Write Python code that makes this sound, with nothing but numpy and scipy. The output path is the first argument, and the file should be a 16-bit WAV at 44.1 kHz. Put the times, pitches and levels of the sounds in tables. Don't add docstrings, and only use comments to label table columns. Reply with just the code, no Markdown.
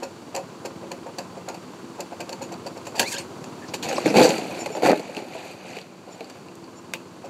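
import sys
import numpy as np
from scipy import signal
from scipy.fft import rfft, irfft
from scipy.io import wavfile
from scipy.ndimage import uniform_filter1d

SR = 44100
rng = np.random.default_rng(int(sys.argv[2]) if len(sys.argv) > 2 else 0)


def wav_out(sig):
    wavfile.write(sys.argv[1], SR, np.round(np.clip(np.atleast_2d(sig).T, -1, 1) * 32767).astype(np.int16))


N = 321489
TIME = np.arange(N) / SR
HIT = TIME[:SR // 4]

# t/s, knock peak/dB, crackle peak/dB, crackle swell/s
LOAD_SLIPS = [(0.028, -24.5, -30, 0.0047), (0.348, -25, -24.5, 0.0024), (0.362, -41, -21.5, 0.0021),
              (0.372, -23.5, -40, 0.0059), (0.651, -25.5, -30, 0.0046), (0.832, -31.5, -51, 0.0033),
              (0.915, -28, -27.5, 0.0027), (1.064, -29.5, -45, 0.0033), (1.184, -26, -26.5, 0.002),
              (1.371, -31, -47, .004), (1.484, -26.5, -27, 0.004), (1.543, -32.5, -37, .003),
              (1.991, -27, -46, .004), (2.003, -28.5, -28, 0.0031), (2.125, -28.5, -47, .002),
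              (2.202, -28, -29, 0.0035), (2.291, -27.5, -30.5, 0.0032), (2.323, -29.5, -32, 0.0044),
              (2.414, -26.5, -31.5, 0.011), (2.519, -31, -34, 0.0062), (2.663, -26.5, -33, 0.0043),
              (2.767, -29.5, -39.5, 0.0055), (2.851, -43, -39, .003), (2.867, -31.5, -30, 0.0017),
              (2.95, -30, -31.5, 0.011), (2.964, -37, -34, .004), (2.978, -30, -27.5, 0.011),
              (3.002, -23, -31, .004), (3.014, -22, -21, 0.0044), (3.029, -24.5, -29, 0.0017),
              (3.138, -34, -25.5, .005), (3.18, -33, -24, 0.0039), (3.44, -34.5, -33.5, 0.0024),
              (3.739, -29, -22, 0.0045), (3.825, -46, -24.5, 0.0073), (3.886, -45, -24, 0.0047),
              (4.226, -24, -15.5, 0.014), (4.38, -31, -26, 0.0014), (6.079, -35, -59, 0.0038),
              (6.298, -49, -36.5, 0.0019), (7.244, -32, -43.5, 0.0077)]
# f/Hz, level/dB
CLATTER_SPECTRUM = [(130, -34.5), (220, -7.5), (321, -5), (356, -0.5), (420, -3), (456, -2), (519, 3.5),
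                    (602, -3), (809, -1), (1170, -18), (2000, -21.5), (2600, -14), (4400, -120)]
# f/Hz, level/dB
BARK_SPECTRUM = [(100, -45), (590, -19), (1000, 3.5), (1290, -28), (1580, 1), (2130, -8.5), (2590, 4),
                 (3410, -11.5), (4440, -4.5), (5520, -2.5), (6950, -1), (9580, -8.5), (13500, -9),
                 (15500, -27)]
# f/Hz, level/dB
SPLINTER_SPECTRUM = [(100, -51), (760, -22), (1300, -6.5), (1550, -5), (1950, -7), (2520, 1), (3140, -10),
                     (3480, -10.5), (3820, -9), (4610, -6.5), (5110, -13), (7120, -6.5), (9720, -14),
                     (11400, -13), (13500, -16), (15500, -27)]


def undb(db):
    return 10 ** (np.asarray(db) / 20)


def unit(x):
    return x / np.sqrt(np.mean(x ** 2))


def peak(x, db):
    return x * undb(db) / np.sqrt(uniform_filter1d(x ** 2, size=180).max())


def curves(rows):
    times, *columns = np.transpose(rows)
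    return [np.interp(TIME, times, column) for column in columns]


def add(out, s, x):
    i = max(int(s * SR), 0)
    out[i:i + len(x)] += x[:max(N - i, 0)]


def response(points, size=4096):
    hz, db = np.transpose(points)
    freq = np.maximum(np.fft.rfftfreq(size, 1 / SR), 1)
    gain = undb(np.interp(np.log(freq), np.log(hz), db))
    cepstrum = irfft(np.log(gain))
    cepstrum[1:size // 2] *= 2
    cepstrum[size // 2 + 1:] = 0
    return irfft(np.exp(rfft(cepstrum)))[:size // 2]


def through(x, impulse):
    return signal.fftconvolve(x, impulse)[:len(x)]


def band(x, hz, width_hz):
    return signal.lfilter(*signal.iirpeak(hz, hz / width_hz, SR), x)


def cut(x, hz, kind):
    return signal.sosfilt(signal.butter(4, hz, kind, fs=SR, output="sos"), x)


def walk(rate):
    step = int(SR / rate)
    held = np.repeat(rng.standard_normal(N // step + 1), step)
    return unit(uniform_filter1d(held, step)[:N])


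def sine(hz):
    return np.sin(2 * np.pi * np.cumsum(hz) / SR)


def fade(t60):
    return undb(-60 * HIT / t60)


def burst(t60):
    return rng.standard_normal(len(HIT)) * fade(t60)


def grains(count, rate, spread_db):
    chance, size, sign = rng.random(count), rng.exponential(size=count), rng.choice([-1, 1], count)
    return (chance < rate / SR) * sign * undb(spread_db * np.minimum(size, 4))


def steady(x, size):
    power = uniform_filter1d(uniform_filter1d(x ** 2, size), size)
    return x / np.sqrt(power + 1e-4 * np.mean(x ** 2))


def ring(modes, scale=1, scatter_db=3):
    out = 0
    for hz, db, t60 in modes:
        weight = rng.choice([-1, 1]) * undb(db + scatter_db * rng.standard_normal())
        out += weight * fade(t60) * np.sin(2 * np.pi * hz * scale * HIT)
    return out


def envelope(s, attack_s, hold_s, t60):
    age = TIME - s
    return np.clip(age / attack_s, 0, 1) * undb(-60 * np.maximum(age - attack_s - hold_s, 0) / t60)


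def engine(firing_hz=18.45, thump_db=-8, rattle_db=-3, ping_db=-17, hiss_db=-12, hum_wander=0.00837):
    # t/s, level/dB
    idle_level = [(0, -38), (1.5, -37.5), (2.9, -36.5), (3.9, -35.5), (4.4, -37), (5.4, -42.5), (5.95, -43),
                  (6.5, -40.5), (7.29, -40)]
    cylinder_db = [0, 2, 2]
    # f/Hz, level/dB
    body_spectrum = [(21, -92), (35, -59), (97, -7.5), (338, -4), (578, -12), (847, -14), (915, -12.5),
                     (1040, -12.5), (1640, -20.5), (1770, -24.5), (2740, -24), (4560, -41), (6350, -37),
                     (7210, -24), (15500, -82)]
    # f/Hz, level against the engine/dB, flutter/dB
    hum_tones = [(183.2, -14, 1.5), (252, -13, 4.5), (337.8, -9.5, 4)]
    cycles = np.cumsum(firing_hz * (1 + 0.00592 * walk(3))) / SR
    rattles = [burst(1.0) * (1 - np.exp(-HIT / 0.013)) for _ in cylinder_db]
    puffs, clanks = np.zeros(N), np.zeros(N)
    for k, i in enumerate(np.flatnonzero(np.diff(np.floor(cycles)))):
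        cylinder = k % len(cylinder_db)
        puffs[i] = undb(cylinder_db[cylinder] + 2.5 * rng.standard_normal())
        add(clanks, i / SR, rattles[cylinder] * puffs[i])
    body = response(body_spectrum)
    thump = unit(cut(cut(through(puffs, body), 190, "low"), 96, "high"))
    rattle = unit(cut(cut(through(clanks, body), 1070, "low"), 156, "high"))
    ping = unit(band(rng.standard_normal(N) * through(puffs, fade(0.059)), hz=1034, width_hz=20))
    gas = rng.standard_normal(N) * (1 + 0.88 * np.exp(-(cycles % 1) / 0.37))
    rush = unit(through(gas - 0.5 * band(gas, 120, 56), body))
    sound = unit(rush + undb(thump_db) * thump + undb(rattle_db) * rattle + undb(ping_db) * ping)
    for hz, db, flutter_db in hum_tones:
        hum = sine(hz * (1 + hum_wander * walk(40)))
        sound += undb(db) * unit(hum * undb(flutter_db * walk(18)))
    hiss = unit(band(rng.standard_normal(N), 5600, 4900)) * undb(hiss_db)
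    return (sound + hiss) * undb(curves(idle_level)[0])


def bed_knocks(judder_db=-13, logs_db=-1, lead_s=0.0055):
    # f/Hz, level/dB, t60/s
    bed_modes = [(542, 4, 0.16), (592, -3, 0.1), (701.5, 1, 0.11), (751, -1.5, 0.057), (850, -3, 0.069),
                 (921, -3.5, 0.12), (1018, -11, 0.15), (1204, -19, 0.15), (1427, -17, .14)]
    out, wood = np.zeros(N), response(CLATTER_SPECTRUM)
    onset = 1 - np.exp(-HIT / 0.003)
    for s, db, _, _ in LOAD_SLIPS:
        push = undb(judder_db) * burst(0.071) * onset
        push[0] += 1
        bed = ring(bed_modes, scale=1 + 0.0072 * rng.standard_normal(), scatter_db=3.5)
        steel = cut(through(push, bed), 248, "high")
        logs = cut(through(burst(0.16) * onset, wood), 186, "high")
        add(out, s - lead_s, peak(unit(steel) + undb(logs_db) * unit(logs), db))
    return out


def bark_crackles(tail_db=-9, tail_t60=0.19, own_ring_db=3, pitch_scatter=0.038):
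    # f/Hz, width/Hz, level/dB
    splinter_rings = [(4420, 130, 4), (7210, 166, 9)]
    out, bark = np.zeros(N), response(BARK_SPECTRUM)
    for s, _, db, swell_s in LOAD_SLIPS:
        age = HIT / swell_s
        detune = 1 + pitch_scatter * rng.standard_normal()
        tearing = age * np.exp(1 - age) + undb(tail_db) * fade(tail_t60) * (1 - np.exp(-age))
        shower = through(grains(len(HIT), rate=2200, spread_db=2.5) * tearing, bark)
        rings = sum(undb(ring_db + rng.standard_normal()) * band(shower, hz * detune, width_hz)
                    for hz, width_hz, ring_db in splinter_rings)
        own_ring = band(shower, rng.uniform(2400, 8300), 210)
        add(out, s, peak(shower + rings + undb(own_ring_db) * own_ring, db))
    return out


def stick_cracks(tear_db=-5, scatter_db=-29):
    # t/s, peak/dB, pitch/Hz
    cues = [(0.036, -57, 2640), (0.659, -38, 2620), (1.187, -52, 4280), (2.005, -26.5, 7250),
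            (2.293, -32, 4440), (2.329, -30, 4420), (2.54, -37, 4500), (2.996, -20, 2710),
            (3.029, -20.5, 1700), (3.827, -27, 3600), (3.891, -32, 2110), (3.913, -28, 1500),
            (3.929, -29, 2900), (3.968, -28, 2400), (4.0599, -17, 2220), (4.078, -22.5, 1700),
            (4.103, -26, 2490), (4.1505, -27, 2530), (4.169, -14.5, 2350), (4.184, -18, 4400),
            (4.199, -17.5, 2740), (4.258, -21, 4500), (4.306, -25, 3300), (4.321, -26, 2500),
            (4.227, -15.5, 3870), (4.246, -20, 4460), (4.292, -16, 6800), (4.659, -31, 2630),
            (4.8234, -29, 2070), (4.851, -21, 1510), (4.86, -15.5, 1900), (4.87, -23, 1447),
            (4.894, -21, 2040), (4.902, -27, 1550), (4.916, -18.5, 2200), (5.149, -31, 2440),
            (5.168, -24, 2600), (5.336, -37, 2530), (5.386, -41, 3530), (5.705, -42, 2580),
            (5.768, -31, 2380), (5.787, -30, 2670), (5.815, -36.5, 4126), (6.207, -32.5, 2500),
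            (6.244, -38.5, 4530), (6.485, -39.5, 2520), (6.554, -39, 7800), (6.642, -43, 4490),
            (6.937, -16, 2370)]
    # multiple of its pitch, level/dB, t60/s
    stick_modes = [(.88, -6.5, 0.0088), (1, 2, 0.0087), (1.09, -2.5, 0.01), (1.61, -7, 0.0092),
                   (2.2, -28, .01)]
    out, bark = np.zeros(N), response(BARK_SPECTRUM)
    for s, db, hz in cues:
        push = undb(scatter_db) * burst(0.079)
        push[0] += 1
        stick = cut(through(push, ring(stick_modes, hz, scatter_db=1.5)), 410, "high")
        tear = cut(through(burst(0.011), bark), 0.52 * hz, "high")
        add(out, s, peak(unit(stick) + undb(tear_db) * unit(tear), db))
    return out


def wood_snaps(tail_db=-19, rise_s=0.00024, body_db=-4, overtone_ratio=1.57, overtone_db=-5):
    # t/s, peak/dB, t60/s, low cut/Hz, ring/Hz, ring/dB, body trim/dB, body low cut/Hz
    cues = [(2.995, -7.5, 0.039, 890, 2880, -9, -3.5, 130), (6.936, -23.5, 0.01, 1800, 2620, 6, -1, 220)]
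    # f/Hz, level/dB
    crack_spectrum = [(100, -47), (700, -22), (1200, -16), (1650, 9.5), (2050, -5), (2700, 9.5), (3150, 0),
                      (3900, -5), (5300, 2.5), (7200, 7), (8800, -2), (13000, -1), (15500, -41)]
    # f/Hz, level/dB
    body_spectrum = [(40, -40), (110, -8), (220, -5.5), (350, -8.5), (560, 4.5), (680, -5), (900, -0.5),
                     (1200, -24), (3000, -18.5)]
    out = np.zeros(N)
    for s, db, t60, low_cut_hz, hz, ring_db, trim_db, body_cut_hz in cues:
        shape = (fade(t60) + undb(tail_db) * fade(0.2)) * (1 - np.exp(-HIT / rise_s))
        fracture = rng.standard_normal(len(HIT)) * shape
        crack = cut(through(fracture, response(crack_spectrum)), low_cut_hz, "high")
        rings = band(crack, hz, 430) + undb(overtone_db) * band(crack, overtone_ratio * hz, 550)
        body = cut(through(burst(0.11), response(body_spectrum)), body_cut_hz, "high")
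        add(out, s, peak(crack + undb(ring_db) * rings, db) + peak(body, db + body_db + trim_db))
    return out


def sliding_squeal(waver=0.012, chatter_db=3, rasp_db=4, stutter_db=2):
    # t/s, pitch/Hz, squeal/dB, scrape/dB, roughness as a share of the pitch
    slide = [(3.035, 1930, -42, -45, 0.029), (3.052, 1990, -32, -42, .02), (3.07, 2310, -32, -40, .02),
             (3.086, 2490, -31, -29, .02), (3.105, 2550, -52, -25, .1), (3.124, 2150, -37, -26.5, .08),
             (3.141, 1615, -26.5, -28, 0.038), (3.156, 1602, -30.5, -36, 0.064),
             (3.172, 1772, -30, -45, 0.054), (3.184, 2545, -31, -31, .12), (3.2, 2580, -39, -42, 0.17),
             (3.25, 2580, -53, -53, 0.17)]
    # multiple of the pitch, level/dB
    partials = [(1, 0), (1.79, -5), (2.08, -10), (3, -6.5)]
    hz, squeal_db, scrape_db, roughness = curves(slide)
    tone = 0
    for ratio, db in partials:
        pitch = ratio * hz * (1 + roughness * walk(1500) + waver * walk(300))
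        tone += undb(db + chatter_db * walk(260)) * sine(pitch)
    slips = grains(N, rate=3700, spread_db=-2)
    bark = unit(through(slips, response(BARK_SPECTRUM)))
    rasp = unit(band(slips, 7400, 2600))
    scrape = unit(bark + undb(rasp_db) * rasp)
    friction = unit(tone) * undb(squeal_db) + scrape * undb(scrape_db)
    sliding = (TIME > slide[0][0]) & (TIME < slide[-1][0])
    return friction * undb(stutter_db * walk(98)) * sliding


def squeaks(whistle_hz=7150, sag_hz_per_s=970, whistle_rough=0.019, undertone_hz=5510, undertone_db=-8):
    # t/s, length/s, start/Hz, end/Hz, peak/dB, roughness as a share of the pitch
    rubs = [(3.187, 0.041, 8400, 8600, -34, .012), (3.602, 0.07, 1700, 1820, -41.5, 0.06),
            (3.67, 0.044, 5150, 5900, -38.5, 0.14), (3.886, 0.15, 7450, 8400, -35, 0.028),
            (3.944, 0.049, 6100, 4900, -31, 0.073), (3.977, 0.014, 1070, 1070, -19.5, 0.12),
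            (4.06, 0.069, 4820, 5900, -31, 0.095)]
    # t/s, length/s, peak/dB
    whistles = [(4.583, 0.067, -29.5), (4.686, 0.12, -36), (6.095, 0.074, -42), (6.747, 0.065, -44)]
    out, jitter, grip = np.zeros(N), walk(2000), undb(2.7 * walk(200))
    glides = list(rubs)
    for s, length, db in whistles:
        glides.append((s, length, whistle_hz, whistle_hz - sag_hz_per_s * length, db, whistle_rough))
        glides.append((s, length, undertone_hz, undertone_hz, db + undertone_db, whistle_rough))
    for s, length, start_hz, end_hz, db, roughness in glides:
        i, n = int(s * SR), int(length * SR)
        pitch = np.linspace(start_hz, end_hz, n) * (1 + roughness * jitter[i:i + n])
        add(out, s, peak(np.hanning(n) * grip[i:i + n] * sine(pitch), db))
    return out


def agitation(settle_db=-15.5, settle_t60=3.26, thud_sag_db_per_s=53):
    # t/s, attack/s, hold/s, release t60/s, clatter/dB, splinters/dB, thud/dB
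    falls = [(3.297, 0.7, .05, 0.26, -38, -51, -55), (3.812, 0.046, 0.16, 0.51, -24.5, -32.5, -29.5),
             (4.044, 0.013, 0.031, 0.6, -23.5, -29, -17), (4.14, 0.033, 0.039, 0.46, -8.5, -17.5, -14.5),
             (4.276, 0.02, 0.047, 0.41, -24, -28.5, -23.5), (4.424, 0.15, 0.031, 0.35, -30, -37, -54),
             (4.747, 0.017, 0.022, 0.23, -25, -41, -47.5), (4.817, 0.028, 0.034, 0.33, -16.5, -23.5, -20),
             (5.162, 0.005, 0.016, 0.2, -28.5, -37, -33), (5.285, 0.048, 0.18, 0.39, -36, -40.5, -50),
             (5.548, 0.15, 0.074, 0.37, -36, -39.5, -40), (6.027, 0.083, 0.26, 0.45, -42, -50, -75)]
    power = np.zeros((3, N))
    for s, attack_s, hold_s, t60, clatter_db, splinter_db, thud_db in falls:
        settling = undb(settle_db) * envelope(s, attack_s, hold_s, settle_t60)
        motion = np.maximum(envelope(s, attack_s, hold_s, t60), settling)
        sag_db = thud_sag_db_per_s * np.clip(TIME - s - attack_s, 0, hold_s)
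        power += np.square([motion * undb(db) for db in (clatter_db, splinter_db, thud_db - sag_db)])
    return np.sqrt(power)


def splintering(chip_rate=280, chip_t60=0.0161, scatter_db=-6, stick_rate=45, stick_db=-7):
    energy_decay = fade(chip_t60) ** 2 + (undb(scatter_db) * fade(0.13)) ** 2
    wide_breaks = grains(N, rate=0.77 * chip_rate, spread_db=3) ** 2
    chips, sticks = 0, 0
    for hz in np.geomspace(1400, 13000, 10):
        narrow_breaks = grains(N, rate=chip_rate, spread_db=4.5) ** 2
        energy = np.abs(through(wide_breaks + narrow_breaks, energy_decay))
        chips += band(np.sqrt(energy) * rng.standard_normal(N), hz, hz / 4)
    for hz in np.geomspace(1300, 7500, 20):
        sticks += band(grains(N, rate=stick_rate, spread_db=2), hz * rng.uniform(0.99, 1.04), 124)
    return through(unit(chips) + undb(stick_db) * unit(sticks), response(SPLINTER_SPECTRUM))


def log_tumble(log_count=36, knock_rate=11, clatter_trim_db=-3.5, splinter_trim_db=-1, thud_trim_db=-2):
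    # multiple of the lowest, level/dB, t60/s
    log_modes = [(1, -2, .06), (1.3, 3, 0.012), (2.7, 1.5, 0.056), (3.5, 0.5, 0.029), (5.3, -26, 0.074)]
    # f/Hz, level/dB
    thud_spectrum = [(25, -68), (60, -61), (85, -37), (115, -19.5), (150, -5.5), (210, -2), (270, -3),
                     (340, -1), (500, -63), (900, -75)]
    knocking, breaking, landing = agitation()
    logs = sum(through(grains(N, rate=knock_rate, spread_db=1), ring(log_modes, hz))
               for hz in np.geomspace(215, 900, log_count))
    clatter = steady(through(logs, response(CLATTER_SPECTRUM)), size=2000) * knocking
    splinters = steady(splintering(), size=2000) * breaking
    turf = through(grains(N, rate=450, spread_db=3), response(thud_spectrum))
    thud = steady(turf, size=1400) * landing
    return clatter * undb(clatter_trim_db) + splinters * undb(splinter_trim_db) + thud * undb(thud_trim_db)


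def log_blows(contact_s=0.00085, bundle_db=-5, neighbours_db=-8, bundle_t60_ratio=4, knock_trim_db=1):
    # t/s, level/dB, pitch/Hz, t60/s, click against that level/dB
    cues = [(3.737, -32.5, 407, 0.049, 5), (3.912, -20.5, 517, 0.049, -15),
            (3.928, -21.5, 510, 0.057, -5.5), (3.981, -20.5, 576, 0.046, -16),
            (4.056, -11.5, 514, 0.089, -27), (4.066, -16, 380, .04, -10), (4.076, -18.5, 625, .06, -15),
            (4.102, -19, 450, .06, -20), (4.141, -13, 443, 0.1, -14), (4.151, -13.5, 445, 0.092, -24),
            (4.158, -11, 210, .1, -26), (4.168, -10, 384, .06, -9), (4.182, -10.5, 504, 0.13, -11),
            (4.2, -11, 230, .1, -23), (4.204, -7.5, 422, 0.086, -19), (4.215, -7, 502, 0.14, -14),
            (4.2503, -7, 514, 0.05, -24), (4.261, -24, 332, 0.062, -22), (4.279, -14, 448, 0.059, -20),
            (4.304, -16.5, 543, 0.059, -4), (4.385, -23, 418, .04, -17), (4.42, -25, 333, 0.031, -23),
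            (4.66, -23, 567, 0.054, -2), (4.669, -26, 405, 0.032, -21), (4.702, -26, 430, 0.052, -19),
            (4.7505, -22.5, 560, 0.065, -11.5), (4.768, -22.5, 616, 0.087, -15),
            (4.8213, -20, 626, .04, -20), (4.832, -9.5, 493, 0.07, -23), (4.85, -13, 318, 0.056, -14),
            (4.862, -9, 712, 0.048, -17), (4.873, -15, 546, 0.044, -21), (4.886, -7.5, 560, 0.033, -24),
            (4.896, -4, 520, 0.032, -24), (4.906, -7.5, 420, 0.032, -30), (4.920, -11.5, 480, 0.02, -29),
            (4.9302, -7, 530, 0.017, -39), (4.941, -20, 420, 0.093, -27), (4.957, -26, 596, 0.062, -7),
            (4.974, -26, 300, 0.081, -7), (4.995, -23.5, 460, 0.051, -9.5), (5.094, -29, 517, 0.058, -19.5),
            (5.171, -25.5, 414, 0.086, -18), (5.222, -28, 397, 0.042, -19), (5.35, -27, 658, 0.11, -23),
            (5.767, -28.5, 464, 0.084, -11), (6.206, -28, 457, 0.088, -17)]
    # multiple of its pitch, level/dB, share of its t60
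    log_modes = [(.62, -5.5, 1), (1, 3, 0.86), (1.5, -8, 0.92), (4.6, -28, 0.9)]
    # f/Hz, level/dB, t60 before damping/s
    bundle_modes = [(157, -23, 0.19), (265, -18, 0.12), (316.5, 0, 0.37), (434, 5.5, 0.17),
                    (496, -2.5, 0.2), (634, -1.5, 0.29), (776, -5, 0.33), (861.6, -5, 0.51),
                    (837, -16, 0.079), (1366, -21, 0.11), (1553, -14, 0.19), (2470, -15, 0.18),
                    (2660, -29, 0.096)]
    out, wood, chip = np.zeros(N), response(CLATTER_SPECTRUM), response(SPLINTER_SPECTRUM)
    contact = 1 - np.exp(-(HIT / contact_s) ** 2)
    for s, db, hz, t60, click_db in cues:
        modes = [(ratio, mode_db, share * t60) for ratio, mode_db, share in log_modes]
        log = unit(ring(modes, hz, scatter_db=0.5) * contact)
        bundle = unit(ring(bundle_modes, scatter_db=4.5) * fade(bundle_t60_ratio * t60) * contact)
        neighbours = unit(through(burst(t60), wood))
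        knock = cut(log + undb(bundle_db) * bundle + undb(neighbours_db) * neighbours, 145, "high")
        click = through(burst(0.044), chip)
        click += band(click, rng.uniform(1540, 5900), 270)
        add(out, s, peak(knock, db + knock_trim_db) + peak(click, db + click_db))
    return out


def scene():
    tractor = engine()
    creeping = bed_knocks() + bark_crackles() + stick_cracks()
    breaking_loose = wood_snaps() + sliding_squeal() + squeaks()
    crashing = log_tumble() + log_blows()
    return (tractor + creeping + breaking_loose + crashing)[None]


def record(dry, top_hz=15500):
    # f/Hz, level/dB
    port_spectrum = [(30, -1), (70, -3), (110, -4), (3900, -2.5), (4700, 1), (4900, -6), (5060, -8),
                     (5500, -6), (6700, -6), (7200, -7), (7900, -8.5), (15000, -11)]
    rounded = np.tanh(through(dry[0], response(port_spectrum)))
    low_pass = signal.ellip(8, 0.2, 70, top_hz, fs=SR, output="sos")
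    return signal.sosfilt(low_pass, rounded)[None]


dry = scene()
out = record(dry)
wav_out(out)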